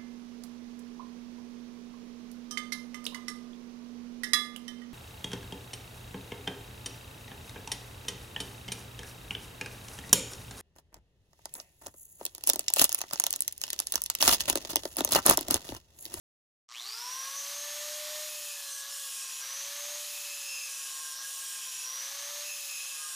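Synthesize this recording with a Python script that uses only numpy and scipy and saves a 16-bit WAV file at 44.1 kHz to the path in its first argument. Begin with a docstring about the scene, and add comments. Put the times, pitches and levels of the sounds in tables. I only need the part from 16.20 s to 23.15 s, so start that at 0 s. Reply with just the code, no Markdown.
"""An angle grinder spins up in a workshop and is drawn in five strokes along a steel plate in a vise.
Mains torque pulses shake its bevel gears into a whine and a rattle, the rotor hums and the fan hisses.
Under load it slows, and the wheel's grit, passing again on every turn, scrapes the plate's edge into
ringing, with brief squeals and a thin sizzle on top. The vise rumbles underneath.
One close microphone behind a limiter, with a short, dull room tail."""
import sys
import numpy as np
from scipy import signal
from scipy.fft import rfft, irfft
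from scipy.io import wavfile
from scipy.ndimage import uniform_filter1d, minimum_filter1d, map_coordinates

SR = 44100
rng = np.random.default_rng(int(sys.argv[2]) if len(sys.argv) > 2 else 0)


def wrap_up_sound(samples):
    """Save the sound to the file named by the first command line argument, as 16-bit audio."""
    columns = np.atleast_2d(samples).T
    # keep every value between -1 and 1, then stretch to whole-number steps
    tamed = np.clip(columns, -1, 1)
    steps = np.round(tamed * 32767).astype(np.int16)
    wavfile.write(sys.argv[1], SR, steps)


N = 306495
TIME = np.arange(N) / SR

# Strokes of the wheel; drag brakes the rotor, place runs from 0 (near end of the edge) to 1 (far end):
# start_s, end_s, drag_from_hz_per_s, drag_to_hz_per_s, place_from, place_to, bite_db, low_modes_db
STROKE_MOVES = [(2.063, 2.621, 126.6, 248.4, 0.19, 1, -2, -1),
                (2.714, 3.2, 272.3, 256.4, 0.99, .45, 1, -2.5), (3.8, 4.95, 92.17, 279, 0, 0.94, 0.5, 0),
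                (5.04, 5.651, 228.4, 317, 1, .45, 1, -2), (6.257, 6.997, 143.7, 282.8, 0.093, .9, 0, 0.5)]
# Gear head resonances, low to high: pitch_hz, width_hz, gain_db
HEAD_MODES = [(1150, 160, 0), (4100, 140, -7), (5780, 130, 2)]
# Tone curve of the clattering teeth: frequency_hz, gain_db
RATTLE_EQ = [(30, -37), (80, -39), (240, -22), (330, -33.5), (500, -13), (720, -5.5), (930, -0.5),
             (1350, -2), (1750, 2.5), (2600, 3), (4000, 5), (5600, 5), (7500, 1.5), (15000, -29)]
# Rotor harmonics, the tool resonance each glides through, and trims for held up or pressed at either end:
# order, level_db, resonance_hz, width_hz, boost_db, held_up_db, near_db, far_db
ROTOR_HARMONICS = [(1, -70, 616, 41.5, 23, 0.5, -7, -4.5), (2, -76.5, 1034, 84, 18, 11.5, -7, 5),
                   (3, -62, 1610, 60, 2, 3, -7.5, 5.5)]
# Tone curve of the cooling air: frequency_hz, gain_db
FAN_EQ = [(500, -30), (2000, -13.5), (3200, 0.5), (6500, -1), (9800, 0.5), (11200, -2), (13000, -2),
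          (14200, 1.5), (15200, -11)]
# Tone curve of grit on steel: frequency_hz, gain_db
SCRAPE_EQ = [(40, -25), (200, -27.5), (700, -21), (1800, -3), (2300, -2), (2850, 11.5), (4600, -2.5),
             (5500, 9.5), (6100, 1), (7500, 12), (8900, -1.5), (12500, 2.5), (14200, -8), (15200, 6)]
# Plate modes: pitch_hz, width_hz, gain_db, family (0 rings all along the edge, 1 shrill, 2 low)
PLATE_MODES = [(10360, 690, 4, 0), (6970, 550, 2.5, 0), (13700, 360, -20, 0), (5760, 110, -25, 0),
               (11940, 230, -8, 0), (8216, 420, 4.5, 1), (5500, 640, -6, 1), (1636, 65, -9.5, 1),
               (2628, 190, 2.5, 2), (5170, 300, -2, 2), (6475, 160, -0.5, 2)]
# Stretches of the edge that wake the shrill, then the low family: gain_db, place, reach
EDGE_ZONES = [(-1, 0.95, 0.45), (1.5, 0.34, 0.47)]
# Squeals of the plate's edge: peak_s, pitch_hz, level_db, half_length_s, rasp_hz
EDGE_SQUEALS = [(2.49, 4120, -51.5, .06, 70), (2.734, 5290, -44, 0.014, 70.5), (4.307, 5380, -44, .025, 50),
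                (4.996, 5283, -50, 0.077, 127), (5.308, 13040, -53, 0.032, 50.9),
                (6.61, 4105, -53, 0.085, 68.07), (6.846, 1227, -51, 0.048, 30.05)]
# The wheel jolts plate and vise: start_s, level_db
VISE_JOLTS = [(2.14, -76), (4.171, -70), (5.4, -75)]

SWITCH_ON_S, TORQUE_HZ = 0.489, 120
PINION_TEETH, CROWN_TEETH = 11, 39
FIRM_DRAG_HZ_PER_S = 216  # a firm push, the reference for sounds that follow the drag


def strokes():
    """The wheel on the plate: contact (0-1), place, drag on the rotor, and each stroke's two dB trims."""
    touch_s, overhang_loss = 0.0467, 0.38  # time to land or lift; share of drag lost at the far end
    contact, place, drag, bite_db, low_db = np.zeros((5, N))
    for start, end, drag_from, drag_to, place_from, place_to, scrape_db, ring_db in STROKE_MOVES:
        touch = np.clip(np.minimum(TIME - start, end - TIME) / touch_s + .5, 0, 1)
        contact = np.maximum(contact, touch)
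        drag = drag + touch * np.interp(TIME, [start, end], [drag_from, drag_to])
        travel = np.interp(TIME, [start, end], [place_from, place_to])
        place = np.where(TIME > start - touch_s, travel, place)
        bite_db[touch > 0], low_db[touch > 0] = scrape_db, ring_db
    place = np.clip(place, 0, 1)
    return contact, place, drag * (1 - overhang_loss * place ** 6), bite_db, low_db


def rotor_speed(drag):
    """Turns per second: the motor pulls harder the further it sags, while the wheel brakes it."""
    free_hz, recovery_s, knee_hz = 618.6, 0.535, 227.5  # past the knee the pull rises steeply
    step = 88
    hz, course = 0., []
    for now, brake in zip(TIME[::step], drag[::step]):
        course.append(hz)
        sag = max(free_hz - hz, 0)
        pull = sag / recovery_s * (1 + (sag / knee_hz) ** 1.633)
        hz += (now > SWITCH_ON_S) * (pull - brake) * step / SR
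    return np.interp(TIME, TIME[::step], course)


def torque_pulses(decay, floor):
    """Each half cycle of the mains gives a knock that dies away before the next, over a steady floor."""
    age = ((TIME - SWITCH_ON_S) * TORQUE_HZ) % 1
    knocks = uniform_filter1d(np.exp(-age / decay), size=40)
    return steady(floor + knocks, size=SR // TORQUE_HZ)


def gear_whine(turns, pace):
    """The tooth-mesh tone, rocked by the torque pulses into a cluster of lines over a rough skirt."""
    mains = 2 * np.pi * TORQUE_HZ * (TIME - SWITCH_ON_S) + (1.2 - .85 * pace) * walk(150)
    mesh = 2 * np.pi * PINION_TEETH * turns
    # pulling hard, the teeth meet on one flank; running free they strike both in turn, never evenly
    flank = (1.25 - 1.05 * pace ** 2 + np.cos(mains - 1.6)) * undb(2.5 * walk(200))
    tone = np.sin(mesh + .3 * walk(60) + .3 * walk(400))
    skirt = 2.5 * (1.05 - pace) * (walk(1100) * np.sin(mesh) + walk(1100) * np.cos(mesh))
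    # the pinion is slightly eccentric: a weaker line one rotor order higher
    sideband = .22 * np.sin(mesh + 2 * np.pi * turns + .4 * walk(50)) * undb(2.5 * walk(12))
    voice = flank * (tone + skirt) + sideband
    hz, width, _ = HEAD_MODES[-1]
    voice = steady(voice + 2.2 * ring(voice, hz, width), size=2500)
    return voice * np.clip((pace - .31) / .13, 0, 1)  # sings from about a third of full speed


def whine_level_db(hz, pace, loaded, drag):
    """The teeth sing louder while the motor pulls, are muted by the plate, and surge as drag lets go."""
    surge_s = 0.3
    pole = np.exp(-1 / (surge_s * SR))
    lagging_drag = signal.lfilter([1 - pole], [1, -pole], drag)
    let_go = np.maximum(lagging_drag - drag, 0) / FIRM_DRAG_HZ_PER_S
    surge = uniform_filter1d(let_go, int(surge_s * SR))
    pulling = np.tanh((1 - pace) / 0.12)
    on_resonance = bell(PINION_TEETH * hz, centre=HEAD_MODES[-1][0], width=196)
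    return -47 + 6 * pulling - 7.5 * loaded + 3.5 * surge + 0.5 * on_resonance + 2.4 * walk(14)


def gear_rattle(pace):
    """Teeth clatter in their play and ring the gear head: single knocks at first, a buzz at speed."""
    knocks = torque_pulses(decay=0.22, floor=0.11 + 1.6 * pace ** 4) * undb(walk(130))
    fade_in = np.clip((TIME - SWITCH_ON_S) / 0.08 + 0.5, 0, 1)
    clatter = colour(rng.standard_normal(N) * knocks * fade_in, RATTLE_EQ)
    # the heavy knocks of the first turns clank in the lowest mode
    low_hz, low_width, _ = HEAD_MODES[0]
    clank = undb(13) * (1 - pace) ** 2 * ring(ring(clatter, low_hz, low_width), low_hz, width=500)
    return clatter + clank + sum(undb(db) * ring(clatter, hz, width) for hz, width, db in HEAD_MODES)


def rotor_hum(hz, turns, pace, leaning, place):
    """Rotor unbalance and its fluttering overtones, each swelling through a resonance of the tool."""
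    held_up = np.interp(TIME, [1.2, 2.4], [1, 0])  # the tool comes down onto the plate
    out = 0
    for order, db, centre, width, boost_db, held_db, near_db, far_db in ROTOR_HARMONICS:
        swell_db = boost_db * bell(order * hz, centre, width)
        handling_db = held_db * held_up + leaning * along(place, near_db, far_db)
        jitter = 0 if order == 1 else 0.31 * walk(60)
        flutter_db = 0.7 * walk(25) if order == 1 else 3.1 * walk(60)
        tone = np.sin(2 * np.pi * order * turns + jitter)
        out = out + undb(db + swell_db + handling_db + flutter_db) * tone
    return np.sqrt(2) * out * np.clip((pace - .38) / .4, 0, 1)  # silent at low speed


def fan_hiss(pace):
    """Cooling air and brush hiss, growing steeply with speed."""
    sparking = torque_pulses(decay=.12, floor=2.6)
    air = rng.standard_normal(N) * sparking * undb(.5 * walk(8.8))
    return colour(air, FAN_EQ) * pace ** 2.14


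def fan_whistle(turns, blades=19):
    """The blades pass the vents: a thin tone, loudest while it glides through their resonance."""
    tone = np.sin(2 * np.pi * blades * turns + .3 * walk(50)) * undb(1.5 * walk(9))
    return ring_twice(tone, hz=10250, width=2300) * (TIME > SWITCH_ON_S)


def wheel_grit(wheel_turns, repeat_share=0.45, wear_hz=7, grains=300):
    """The same rim comes round on each turn while it slowly wears; fresh chips break off at random."""
    position = (wheel_turns % 1) * grains
    rims = rng.standard_normal((4, grains))
    rim = sum(walk(wear_hz) * map_coordinates(r, [position], order=3, mode="grid-wrap") for r in rims)
    chips = unit(rng.standard_normal(N) * undb(3.1 * rng.exponential(size=N)))
    # the wheel runs slightly out of true, so it bites harder once a turn
    bite = undb(5.8 * np.sin(2 * np.pi * wheel_turns) + 1.2 * walk(60))
    return (np.sqrt(repeat_share) * steady(rim, size=1100) + np.sqrt(1 - repeat_share) * chips) * bite


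def plate_drives(place, drag, bite_db, low_db):
    """Scraping grows with drag; the shrill and low modes flare on their own stretches of the edge."""
    overhang_db = -2.5 * place ** 20  # less bite as the wheel runs off the far end
    push = (np.maximum(drag, 0) / FIRM_DRAG_HZ_PER_S) ** 0.4
    scrape = undb(-51.5 + bite_db + overhang_db + 1.5 * walk(13)) * push
    shrill, low = [undb(db + 3.1 * walk(12)) * np.exp(-((place - centre) / reach) ** 4)
                   for db, centre, reach in EDGE_ZONES]
    return scrape, scrape * shrill, scrape * low * undb(low_db)


def plate_grinding(turns, drives):
    """Grit on the geared-down wheel scrapes the edge and rings the plate's modes."""
    force = wheel_grit(turns * PINION_TEETH / CROWN_TEETH)
    out = undb(10) * drives[0] * colour(force, SCRAPE_EQ)
    for hz, width, db, family in PLATE_MODES:
        mode = steady(ring_twice(force, hz, width), size=2600)
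        out = out + undb(db) * drives[round(family)] * mode
    return out


def edge_squeals():
    """Now and then the wheel catches one narrow mode and makes it sing with a rasp."""
    out = 0
    for peak_s, hz, db, half_length_s, rasp_hz in EDGE_SQUEALS:
        tone = np.sin(2 * np.pi * hz * TIME + walk(rasp_hz))
        out = out + undb(db) * bell(TIME, peak_s, half_length_s) * tone
    return np.sqrt(2) * out


def grit_sizzle(pitch_hz=14280, sink_hz_per_s=1400, peak_after_s=0.17):
    """Early in each stroke the grit gives a thin, high sizzle that sinks in pitch."""
    glides = 0
    for start, *_ in STROKE_MOVES:
        age = TIME - start - peak_after_s
        angle = 2 * np.pi * (pitch_hz * age - sink_hz_per_s * age ** 2 / 2)
        glides = glides + bell(age, centre=0, width=0.13) * np.exp(1j * angle)
    noise_band = np.real(glides * (walk(1000) + 1j * walk(1000)))
    return undb(-52) * noise_band * undb(1.5 * walk(25))


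def hollow(x, depth):
    """A scoop in the upper mids that turns the sound hollow."""
    return x - depth * ring_twice(x, hz=2250, width=1700)


def vise_rumble(drag):
    """The vise rumbles under the wheel's drag and thuds dully when the wheel catches."""
    thuds = sum(undb(db) * (TIME > s) * np.exp(-abs(TIME - s) / 0.034) for s, db in VISE_JOLTS)
    push = thuds + undb(-86.5) * drag / FIRM_DRAG_HZ_PER_S
    return push * unit(ring_twice(rng.standard_normal(N), hz=175, width=400))


def workshop(x, t60_s, wet_db):
    """A short, dull tail from hoods, bench and walls."""
    t = TIME[:SR // 2]
    tail = rng.standard_normal(len(t)) * undb(-60 * t / t60_s) * (t > .006)
    tail = signal.sosfilt(signal.butter(1, 6000, fs=SR, output="sos"), tail)
    return x + undb(wet_db) * signal.fftconvolve(x, tail / np.linalg.norm(tail))[:N]


def lean(x, arms_s=0.21):
    """Follow a control at the pace of the arms, riding over the short gaps where a stroke turns back."""
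    size = int(arms_s * SR)
    bridged = minimum_filter1d(-minimum_filter1d(-x, size), size)
    return uniform_filter1d(bridged, size // 2)


def along(place, near, far):
    """Crossfade a value from one end of the edge to the other."""
    return near + (far - near) * place


def bell(x, centre, width):
    """A Gaussian swell, 1 at its centre."""
    return np.exp(-.5 * ((x - centre) / width) ** 2)


def undb(db):
    """Decibels to gain."""
    return 10 ** (np.asarray(db) / 20)


def unit(x):
    """Scale to rms 1."""
    return x / np.sqrt(np.mean(x ** 2))


def steady(x, size):
    """Ride the rms to 1 over stretches of `size` samples."""
    return x / np.sqrt(uniform_filter1d(x ** 2, size) + 1e-18)


def walk(rate_hz):
    """Smooth random wander with rms 1."""
    hold = max(int(SR / rate_hz), 1)
    steps = np.repeat(rng.standard_normal(N // hold + 1), hold)
    return unit(uniform_filter1d(uniform_filter1d(steps, hold), hold)[:N])


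def colour(x, curve):
    """Minimum-phase EQ along a (Hz, dB) curve; the result has rms 1."""
    hz, db = np.transpose(curve)
    bins_hz = np.arange(N // 2 + 1) * SR / N
    gain = undb(np.interp(np.log(bins_hz + 1), np.log(hz), db))
    cepstrum = irfft(np.log(gain), N)
    cepstrum[1:N // 2] *= 2
    cepstrum[N // 2:] = 0
    return unit(irfft(rfft(x) * np.exp(rfft(cepstrum)), N))


def ring(x, hz, width):
    """One resonance, `width` Hz wide, gain 1 at its centre."""
    return signal.lfilter(*signal.iirpeak(hz, hz / width, fs=SR), x)


def ring_twice(x, hz, width):
    """The same resonance twice over, for steeper skirts."""
    return ring(ring(x, hz, width), hz, width)


def scene():
    """The strokes brake the rotor, whose speed drives gears, fan and wheel; mono on both channels."""
    contact, place, drag, bite_db, low_db = strokes()
    hz = rotor_speed(drag)
    turns, pace = np.cumsum(hz) / SR, hz / hz.max()
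    leaning = lean(contact)
    loaded = (leaning + contact) / 2  # the gears feel both the arms' weight and the wheel's touch
    # leaning on the plate takes up the play between the teeth, which calms their rattle
    rattle_db = -43.5 - 7.5 * (1 - pace ** 2) + loaded * along(place, near=-4, far=-5)
    fan_db = -42 + leaning * along(place, near=-1, far=-2.5)
    motor = undb(rattle_db) * gear_rattle(pace) + undb(fan_db) * fan_hiss(pace)
    steel = plate_grinding(turns, plate_drives(place, drag, bite_db, low_db))
    rush = hollow(motor + steel, depth=leaning * along(place, near=0.04, far=0.48))
    details = edge_squeals() + contact * grit_sizzle() + vise_rumble(drag)
    running = np.clip((TIME - SWITCH_ON_S) / .007 + 1, 0, 1) ** 2
    in_room = workshop(running * (rush + details), t60_s=0.3, wet_db=-14)
    # whine, hum and whistle stay dry
    whine = undb(whine_level_db(hz, pace, loaded, lean(drag))) * gear_whine(turns, pace)
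    hum = rotor_hum(hz, turns, pace, leaning, place)
    whistle = undb(-53.5 - 20 * leaning) * fan_whistle(turns)
    return np.tile(in_room + whine + hum + whistle, (2, 1))


def record(dry):
    """A fast look-ahead limiter holds the peaks; the deep lows and the very top are cut."""
    ceiling, low_cut_hz, high_cut_hz = undb(-29.8), 55, 15050
    gain = minimum_filter1d(ceiling / np.maximum(abs(dry[0]), ceiling), size=45)
    limited = dry * uniform_filter1d(gain, size=45)
    limited = signal.sosfilt(signal.butter(2, low_cut_hz, "high", fs=SR, output="sos"), limited)
    return signal.sosfilt(signal.ellip(12, .2, 70, high_cut_hz, fs=SR, output="sos"), limited)


dry = scene()
out = record(dry)
wrap_up_sound(out)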